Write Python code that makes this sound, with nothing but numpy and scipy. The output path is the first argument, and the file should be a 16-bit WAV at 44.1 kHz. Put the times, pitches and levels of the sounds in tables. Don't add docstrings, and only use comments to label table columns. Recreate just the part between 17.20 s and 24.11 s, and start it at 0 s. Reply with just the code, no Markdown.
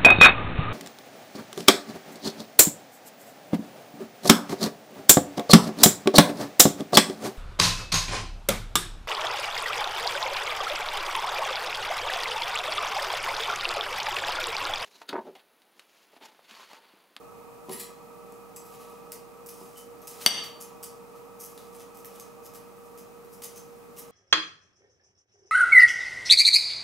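import sys
import numpy as np
from scipy import signal
from scipy.fft import rfft, irfft, next_fast_len
from scipy.io import wavfile
from scipy.ndimage import map_coordinates

SR = 44100
rng = np.random.default_rng(int(sys.argv[2]) if len(sys.argv) > 2 else 0)


def volts_from_db(level):
    exponent = np.asarray(level, float) / 20
    return 10 ** exponent


def persist_wave(psi):
    counts = np.round(np.clip(psi, -1, 1) * 32767).astype(np.int16)
    wavfile.write(sys.argv[1], SR, np.atleast_2d(counts).T)


N = 304731


def unit(x):
    return x / np.sqrt(np.mean(x ** 2, -1, keepdims=True) + 1e-20)


def along(points, hz):
    point_hz, value = np.transpose(points)
    return np.interp(np.log(hz + 1), np.log(point_hz + 1), value)


def curves(rows):
    s, *columns = np.transpose(rows)
    t = np.arange(N) / SR
    return [np.interp(t, s, column, left=-120) for column in columns]


def wobble(rate, size=N):
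    knots = rng.standard_normal(int(size * rate / SR) + 4)
    return map_coordinates(knots, [np.arange(size) * rate / SR])


def filtered(x, response):
    size = next_fast_len(x.shape[-1] + 8192)
    spectrum = rfft(x, size) * response(np.fft.rfftfreq(size, 1 / SR))
    return irfft(spectrum, size)[..., :x.shape[-1]]


def resonances(peaks, f):
    total = 0
    for k, (centre, width, db) in enumerate(peaks):
        total = total + (-1) ** k * volts_from_db(db) * 1j * f * width / (centre * centre - f * f + 1j * f * width)
    return total


def noise(spectrum, size=N):
    return unit(filtered(rng.standard_normal(size), lambda f: volts_from_db(along(spectrum, f))))


def add(track, s, sound):
    part = track[round(s * SR):][:len(sound)]
    part += sound[:len(part)]


def ring(hz, db, t60):
    t = np.arange(SR // 2) / SR
    swell = 1 - np.exp(-t * hz)
    return volts_from_db(db - 60 * t / t60) * np.sin(2 * np.pi * hz * t) * swell


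# pitch in Hz, level in dB per Hz.
AIR_COLOUR = [(19, -55), (32, -29.5), (58, -32), (70, -34.5), (105, -15.5), (182, -11), (376, -14),
              (462, -9), (500, -13), (1030, -22), (1270, -22), (1650, -28), (2490, -29), (3230, -36),
              (15700, -36)]
# pitch in Hz, likeness from -1 to 1.
AIR_LIKENESS = [(60, -0.15), (300, -0.3), (600, -0.4), (1000, 0.56), (1600, -0.17), (3000, 0.074),
                (6800, 0.53), (15000, 0.63)]
# pitch in Hz, left minus right in dB.
AIR_BALANCE = [(60, 8), (150, -1.5), (300, -3), (600, -3.1), (1500, -0.3), (5000, 0.2)]


def air():
    def turn(f):
        return np.arccos(np.clip(along(AIR_LIKENESS, f), -1, 1)) / 2

    mid, side = filtered(rng.standard_normal((2, N)),
                         lambda f: volts_from_db(along(AIR_COLOUR, f)) * [np.cos(turn(f)), np.sin(turn(f))])
    pair = np.array([mid + side, mid - side])
    pair = filtered(pair, lambda f: volts_from_db(along(AIR_BALANCE, f) * [[.5], [-.5]]))
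    return volts_from_db(-51) * pair / np.std(pair)


# pitch in Hz, left level in dB, right level in dB, right lead in radians,
# unsteadiness in dB.
COMPRESSOR_TONES = [(48.85, -69, -76.5, 1.54, .3), (195.4, -68, -63, .97, 1.5), (244.5, -68, -69, 1.5, 2.2),
                    (277, -78, -67, 1.2, 2.2), (471.9, -52, -49.8, .32, 1.3)]
# pitch in Hz, width in Hz, level in dB.
CASING_PEAKS = [(446, 18, 3.5), (611.5, 15, 2.5), (763.3, 34, 1.5), (938, 71, 0), (975, 27, 2),
                (1156, 36, 4.5), (1196.6, 33, 1.5), (1266.4, 63, 4.5), (1304, 65, 1.5), (2493, 35, -9)]
# time in seconds, level in dB.
CASING_LEVEL = [(0, -54.5), (.5, -56.5), (1.75, -54), (2.6, -59), (3.14, -53), (4.2, -57.5),
                (5.04, -55.5), (6.5, -62), (6.91, -57.5)]


def fridge():
    t = np.arange(N) / SR
    tones = 0
    for hz, left_db, right_db, lead, shake_db in COMPRESSOR_TONES:
        level = volts_from_db([[left_db + 2.5], [right_db + 1.5]] + shake_db * wobble(10))
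        drift = 0.6 * shake_db * wobble(2.6)
        tones = tones + level * np.sin(2 * np.pi * hz * t + [[0], [lead]] + drift)
    casing_db, = curves(CASING_LEVEL)
    rattle = filtered(rng.standard_normal((3, N)), lambda f: resonances(CASING_PEAKS, f))
    shared, left, right = unit(rattle)
    rattle_level = volts_from_db(casing_db + 1 + 0.27 * wobble(4.9) + [[-1.5], [1.2]])
    return tones + rattle_level * (shared + 0.69 * np.array([left, right]))


# pitch in Hz, time to fall 60 dB in seconds.
ROOM_DECAY = [(200, 0.46), (1000, 0.43), (3000, 0.47), (6000, 0.38), (14000, 0.21)]


def kitchen(x):
    hz, t, cells = signal.stft(rng.standard_normal((2, SR // 2)), SR, nperseg=256)
    dying = volts_from_db(-60 * t / along(ROOM_DECAY, hz)[:, None])
    mid, side = signal.istft(cells * dying, SR, nperseg=256)[1]
    width = [(300, 0.73), (1000, .6), (3000, 0.44), (7000, .3), (15000, .55)]  # (Hz, side share)
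    side = filtered(side, lambda f: along(width, f))
    wall_s = .006
    swell = np.clip(np.arange(len(mid)) / (wall_s * SR), .2, 1) ** 2
    tail = swell * np.array([mid + side, mid - side]) / np.linalg.norm(mid)
    delayed = np.pad(x, (70, 0))[None]
    return signal.fftconvolve(delayed, tail, axes=1)[:, :N]


# start in seconds, blow in dB.
KNOCKS = [
    (0.485, 5.5),
    (0.493, 3),
    (0.498, 8.5),
    (2.412, 1.5),
    (2.451, -13),
    (2.557, -15),
]
# pitch in Hz, width in Hz, level in dB.
BOARD_PEAKS = [(200.8, 54, -0.5), (370, 58, 3), (547, 340, -8), (990, 130, -2)]


def worktop():
    blows = np.zeros(N)
    for s, db in KNOCKS:
        add(blows, s, volts_from_db(db) * np.hanning(40) / 20)
    return filtered(blows, lambda f: resonances(BOARD_PEAKS, f))


# time in seconds, pressure in dB.
RACK_PRESSURE = [
    (0.47, -65),
    (0.488, -54.5),
    (0.53, -24.5),
    (0.562, -46.5),
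    (0.585, -34.5),
    (0.618, -30),
    (0.646, -53.5),
    (0.72, -64),
]
# pitch in Hz, width in Hz, level in dB.
RACK_BARS = [
    [(1876, 15, -4.5), (4730, 100, -5.5), (7500, 47, -10), (8940, 38, 0.5), (10230, 60, 3.5), (11100, 43, -13), (13060, 35, 0.5), (13600, 88, -20.5), (13900, 45, -15.5), (14940, 43, -23)],
    [(2025, 11, -13), (3630, 22, -9), (4100, 33, -6.5), (5620, 33, -5.5), (6500, 33, -31), (7040, 75, -2), (8020, 40, 1), (8670, 35, 0), (9870, 61, 0.5), (12280, 58, -2.5), (12800, 35, 4), (14200, 29, -16), (14700, 29, -16), (15200, 36, -27)],
]
BAR_PASSING = (0.54, .6)


def rack():
    bright_db, = curves(RACK_PRESSURE + [(.76, -140)])
    body_db = -27.5 + 0.68 * np.where(bright_db > -100, bright_db, -300)
    grit = volts_from_db(2.1 * wobble(90) + 2.8 * wobble(500)) * rng.standard_normal(N)
    low = filtered(grit, lambda f: 1 / (1 + (f / 6500) ** 8))
    push = volts_from_db(bright_db - 0.5) * (grit - low) + volts_from_db(body_db + 19) * low
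    second = np.interp(np.arange(N) / SR, BAR_PASSING, [0, 1])
    out = np.zeros(N)
    for share, bar in zip([1 - second, second], RACK_BARS):
        damped = [(hz, 3 * width, db) for hz, width, db in bar]
        out += filtered(share * push, lambda f: 0.17 * (f > 1600) + resonances(damped, f))
    return out


# start in seconds, blow in dB, ring in dB.
GLASS_BLOW = (3.0620, 24.9, -10.5)
# pitch in Hz, width in Hz, level in dB.
BOWL_BODY = [(200, 230, -8), (380, 260, -6.5), (734, 300, -7), (1264, 200, -6.5), (1770, 360, -10),
             (2432, 320, -10), (2818, 280, 1), (2944, 270, 3.5), (3210, 270, 1), (3660, 330, -4.5),
             (4650, 120, -8), (5810, 350, -3), (6290, 150, -6.5), (7150, 300, -25), (8210, 300, -5.5),
             (8450, 500, -6.5), (9350, 870, -11), (10480, 440, -16.5), (11200, 400, -19), (12200, 300, -16),
             (12800, 600, -14.5), (14200, 800, -19)]
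RIM_PITCHES = [2095, 2119, 2760, 2867, 2906, 2984, 3218, 3259, 3350, 4543, 4586, 4608, 4645, 4670, 4750,
               5890, 6105]
# level in dB, time to fall 60 dB in seconds.
RIM_RINGING = [(-18.5, .2), (-17.5, 0.18), (-24.5, 0.1), (-22.5, 0.11), (-27, 0.26), (-20.5, 0.12),
               (-19, 0.18), (-27, 0.23), (-23.5, 0.13), (-22.5, 0.2), (-3.5, 0.28), (-8, 0.32), (-15, .25),
               (-16.5, 0.2), (-21, 0.15), (-27, .12), (-28, .2)]


def bowl():
    s, blow_db, ring_db = GLASS_BLOW
    blow, rim = np.zeros((2, N))
    add(blow, s, volts_from_db(blow_db) * np.array([1., -.3]))
    for hz, (db, t60) in zip(RIM_PITCHES, RIM_RINGING):
        add(rim, s, volts_from_db(ring_db) * ring(hz, db, t60))
    return filtered(blow, lambda f: resonances(BOWL_BODY, f)), rim


# pitch in Hz, level in dB per Hz.
RASP_COLOUR = [(1500, -36.5), (3500, -28.5), (5000, 2.5), (8000, 0), (12000, 1), (15800, -2.5)]
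# pitch in Hz, level in dB per Hz.
BATTER_COLOUR = [(700, -19), (1500, -9.5), (2500, -5), (4000, -7), (6000, -13)]
# time of greatest force in seconds, peak in dB, batter share in dB.
BATTER_PUSHES = [
    (1.55, -45.5, 2.5),
    (1.68, -55, 5.5),
    (2.41, -46, -3),
    (2.92, -47, 5.5),
    (3.04, -38, -12),
    (3.45, -66, 19.5),
    (4.41, -47, -7),
    (4.94, -49.5, 3.5),
    (6.3, -52, -27.5),
]


def batter():
    t = np.arange(N) / SR
    rise_db_per_s, fall_db_per_s, rest_db = 136.5, 89, -69
    rasp, dull = np.full((2, N), volts_from_db(rest_db))
    for s, db, dull_db in BATTER_PUSHES:
        force = volts_from_db(db - np.maximum(rise_db_per_s * (s - t), fall_db_per_s * (t - s)))
        rasp += force
        dull += force * volts_from_db(dull_db)
    grit = volts_from_db(2.2 * wobble(31) + 0.58 * wobble(440))
    return grit * (rasp * volts_from_db(-14) * noise(RASP_COLOUR) + dull * volts_from_db(-18.5) * noise(BATTER_COLOUR))


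# pitch in Hz, width in Hz, level in dB.
WHISK_WIRES = [(2500, 65, -4), (4450, 81, -17), (6280, 90, -0.5), (6950, 310, -10.5), (8200, 37, 6.5),
               (8340, 44, 0), (9440, 20, -6), (9100, 56, 0.5), (10150, 200, 3), (11500, 40, 7),
               (12900, 900, 0), (15070, 54, 0.5)]
# start in seconds, peak in dB, batter share in dB, 60 dB fall in seconds.
WIRE_TAPS = [(0.4923, -49, -4, .08), (1.1223, -47, -23, .073), (1.3618, -36.5, -20, 0.11),
             (1.5394, -48, -14, .069), (1.6975, -50.5, -14, .091), (1.9198, -27, -20, 0.052),
             (1.9268, -30, -18, .05), (1.9373, -50, -23, .083), (2.2613, -34.5, -26, .17),
             (2.2877, -34, -20.5, 0.096), (2.3396, -45.5, -21, 0.58), (2.8185, -45, -25, 0.071),
             (2.8716, -29, -21, 0.16), (3.6285, -36, -22.5, .03), (3.6325, -29, -19.5, .04),
             (3.639, -28.5, -23, 0.076), (4.377, -46.5, -8, 0.091), (4.746, -42.5, -20, .11),
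             (4.771, -37.5, -21, 0.12), (4.8466, -28, -15.5, 0.023), (4.855, -33, -23.5, 0.055),
             (4.9968, -37, -17, .05), (5.007, -39, -21.5, 0.069), (6.0455, -53, -32, 0.095),
             (6.2201, -30.5, -12.5, 0.068), (6.7733, -45, -12, 0.15), (6.875, -55, -14, 0.13)]
# start in seconds, peak in dB, batter share in dB, 60 dB fall in seconds.
WIRE_STROKES = [(0.4344, -52, -20, .1), (2.57, -34.5, -22, .12), (2.8853, -51.5, -21, .088),
                (3.0094, -36.5, -7.5, 0.12), (3.2327, -37.5, -7.5, .13), (3.403, -32, -23, .09),
                (3.9546, -45.5, -12, 0.092), (4.1944, -36, -27, .1), (4.2058, -32, -27.5, 0.09),
                (4.2344, -38, -24, 0.34), (4.9494, -48, -10, 0.24), (5.775, -39.5, -19, 0.09),
                (5.7902, -51, -22, 0.19), (6.2322, -24, -20.5, .065), (6.2894, -56, -13.5, 0.088),
                (6.786, -43, -18.5, 0.065)]
# start in seconds, peak in dB, batter share in dB.
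WIRE_WIPES = [(1.4344, -44, -31), (2.556, -44, -16.5), (2.9844, -54.5, 0.5), (4.3992, -55.5, -8),
              (4.5242, -46, -16), (4.583, -45.5, -12), (5.2344, -40.5, -19.5), (5.331, -43, -17.5),
              (5.639, -52, -24), (6.12, -44, -24), (6.3494, -41, -16.5), (6.767, -37, -17)]
# start in seconds, peak in dB, pitch in Hz, 60 dB fall in seconds.
WIRE_PINGS = [
    (1.362, -40.5, 7820, 0.063),
    (1.919, -39, 5380, 0.011),
    (2.56, -54, 3044, 0.14),
    (2.819, -50, 12600, 0.054),
    (6.771, -54, 2800, 0.041),
    (6.793, -39, 12700, 0.029),
]


def knife():
    out, t = np.zeros(N), np.arange(SR // 4) / SR
    size = len(t)
    tap_rise_s, stroke_rise_s, wipe_rise_s, wipe_fall_s = .0003, .0055, .015, .09
    contacts = [(*row, tap_rise_s) for row in WIRE_TAPS]
    contacts += [(*row, stroke_rise_s) for row in WIRE_STROKES]
    contacts += [(*row, wipe_fall_s, wipe_rise_s) for row in WIRE_WIPES]
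    for s, db, dull_db, fall, rise in contacts:
        centre_hz = 12870 * 2 ** (3.3 * max(dull_db + 25.5, 0))
        wires = [(hz, width, level + 5 * rng.standard_normal()) for hz, width, level in WHISK_WIRES]
        wires.append((centre_hz, 900, 3))
        rasp = unit(filtered(noise(RASP_COLOUR, size), lambda f: 1 + np.abs(resonances(wires, f))))
        grit = volts_from_db(3.2 * wobble(400, size) + 2.2 * wobble(90, size))
        fall = max(fall, .01)
        swell = np.sin(np.pi / 2 * np.minimum(t / (3 * rise), 1)) ** 2
        shape = swell * volts_from_db(-60 * np.maximum(t - 3 * rise, 0) / fall)
        if rise < .002:
            shape = shape * (1 + .8 * np.exp(-t / .002))
        wet = volts_from_db(dull_db + 9.5) * noise(BATTER_COLOUR, size)
        add(out, s - rise, volts_from_db(db - 10.5) * shape * grit * (rasp + wet))
    for s, db, hz, t60 in WIRE_PINGS:
        add(out, s, ring(hz, db, t60) + ring(hz * .975, db - 4, t60))
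    return out + batter()


def scene():
    no_bass = signal.butter(2, 100, 'high', fs=SR, output='sos')
    steel, body, rim = signal.sosfilt(no_bass, [knife() + rack() + worktop(), *bowl()])
    near = steel * volts_from_db([[.1], [-.1]]) + (body + rim) * volts_from_db([[1.8], [-1.8]])
    steel_room = volts_from_db(-1) * kitchen(steel)
    glass_room = volts_from_db([[3], [2]]) * kitchen(body + volts_from_db(-9) * rim)
    return near + steel_room + glass_room + fridge() + air()


def low_pass(x):
    return signal.sosfilt(signal.butter(12, 16800, fs=SR, output="sos"), x)


def record(dry):
    clipped = dry / (1 + np.abs(dry / 1.2) ** 4) ** (1 / 4)
    need_db = np.minimum(-14 - 20 * np.log10(np.abs(clipped).max(0) + 1e-9), 0)
    climb_db = 125 * np.arange(N) / SR
    gain_db = np.minimum(np.minimum.accumulate(need_db - climb_db) + climb_db, 0)
    lag = np.exp(-1 / (.009 * SR))
    slow_db = signal.lfilter([(1 - lag) ** 2], [1, -2 * lag, lag ** 2], gain_db)
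    finished = filtered(clipped * volts_from_db(slow_db), lambda f: np.where(f < 15760, 1, volts_from_db(-54)))
    return low_pass(finished)


dry = scene()
out = record(dry)
persist_wave(out)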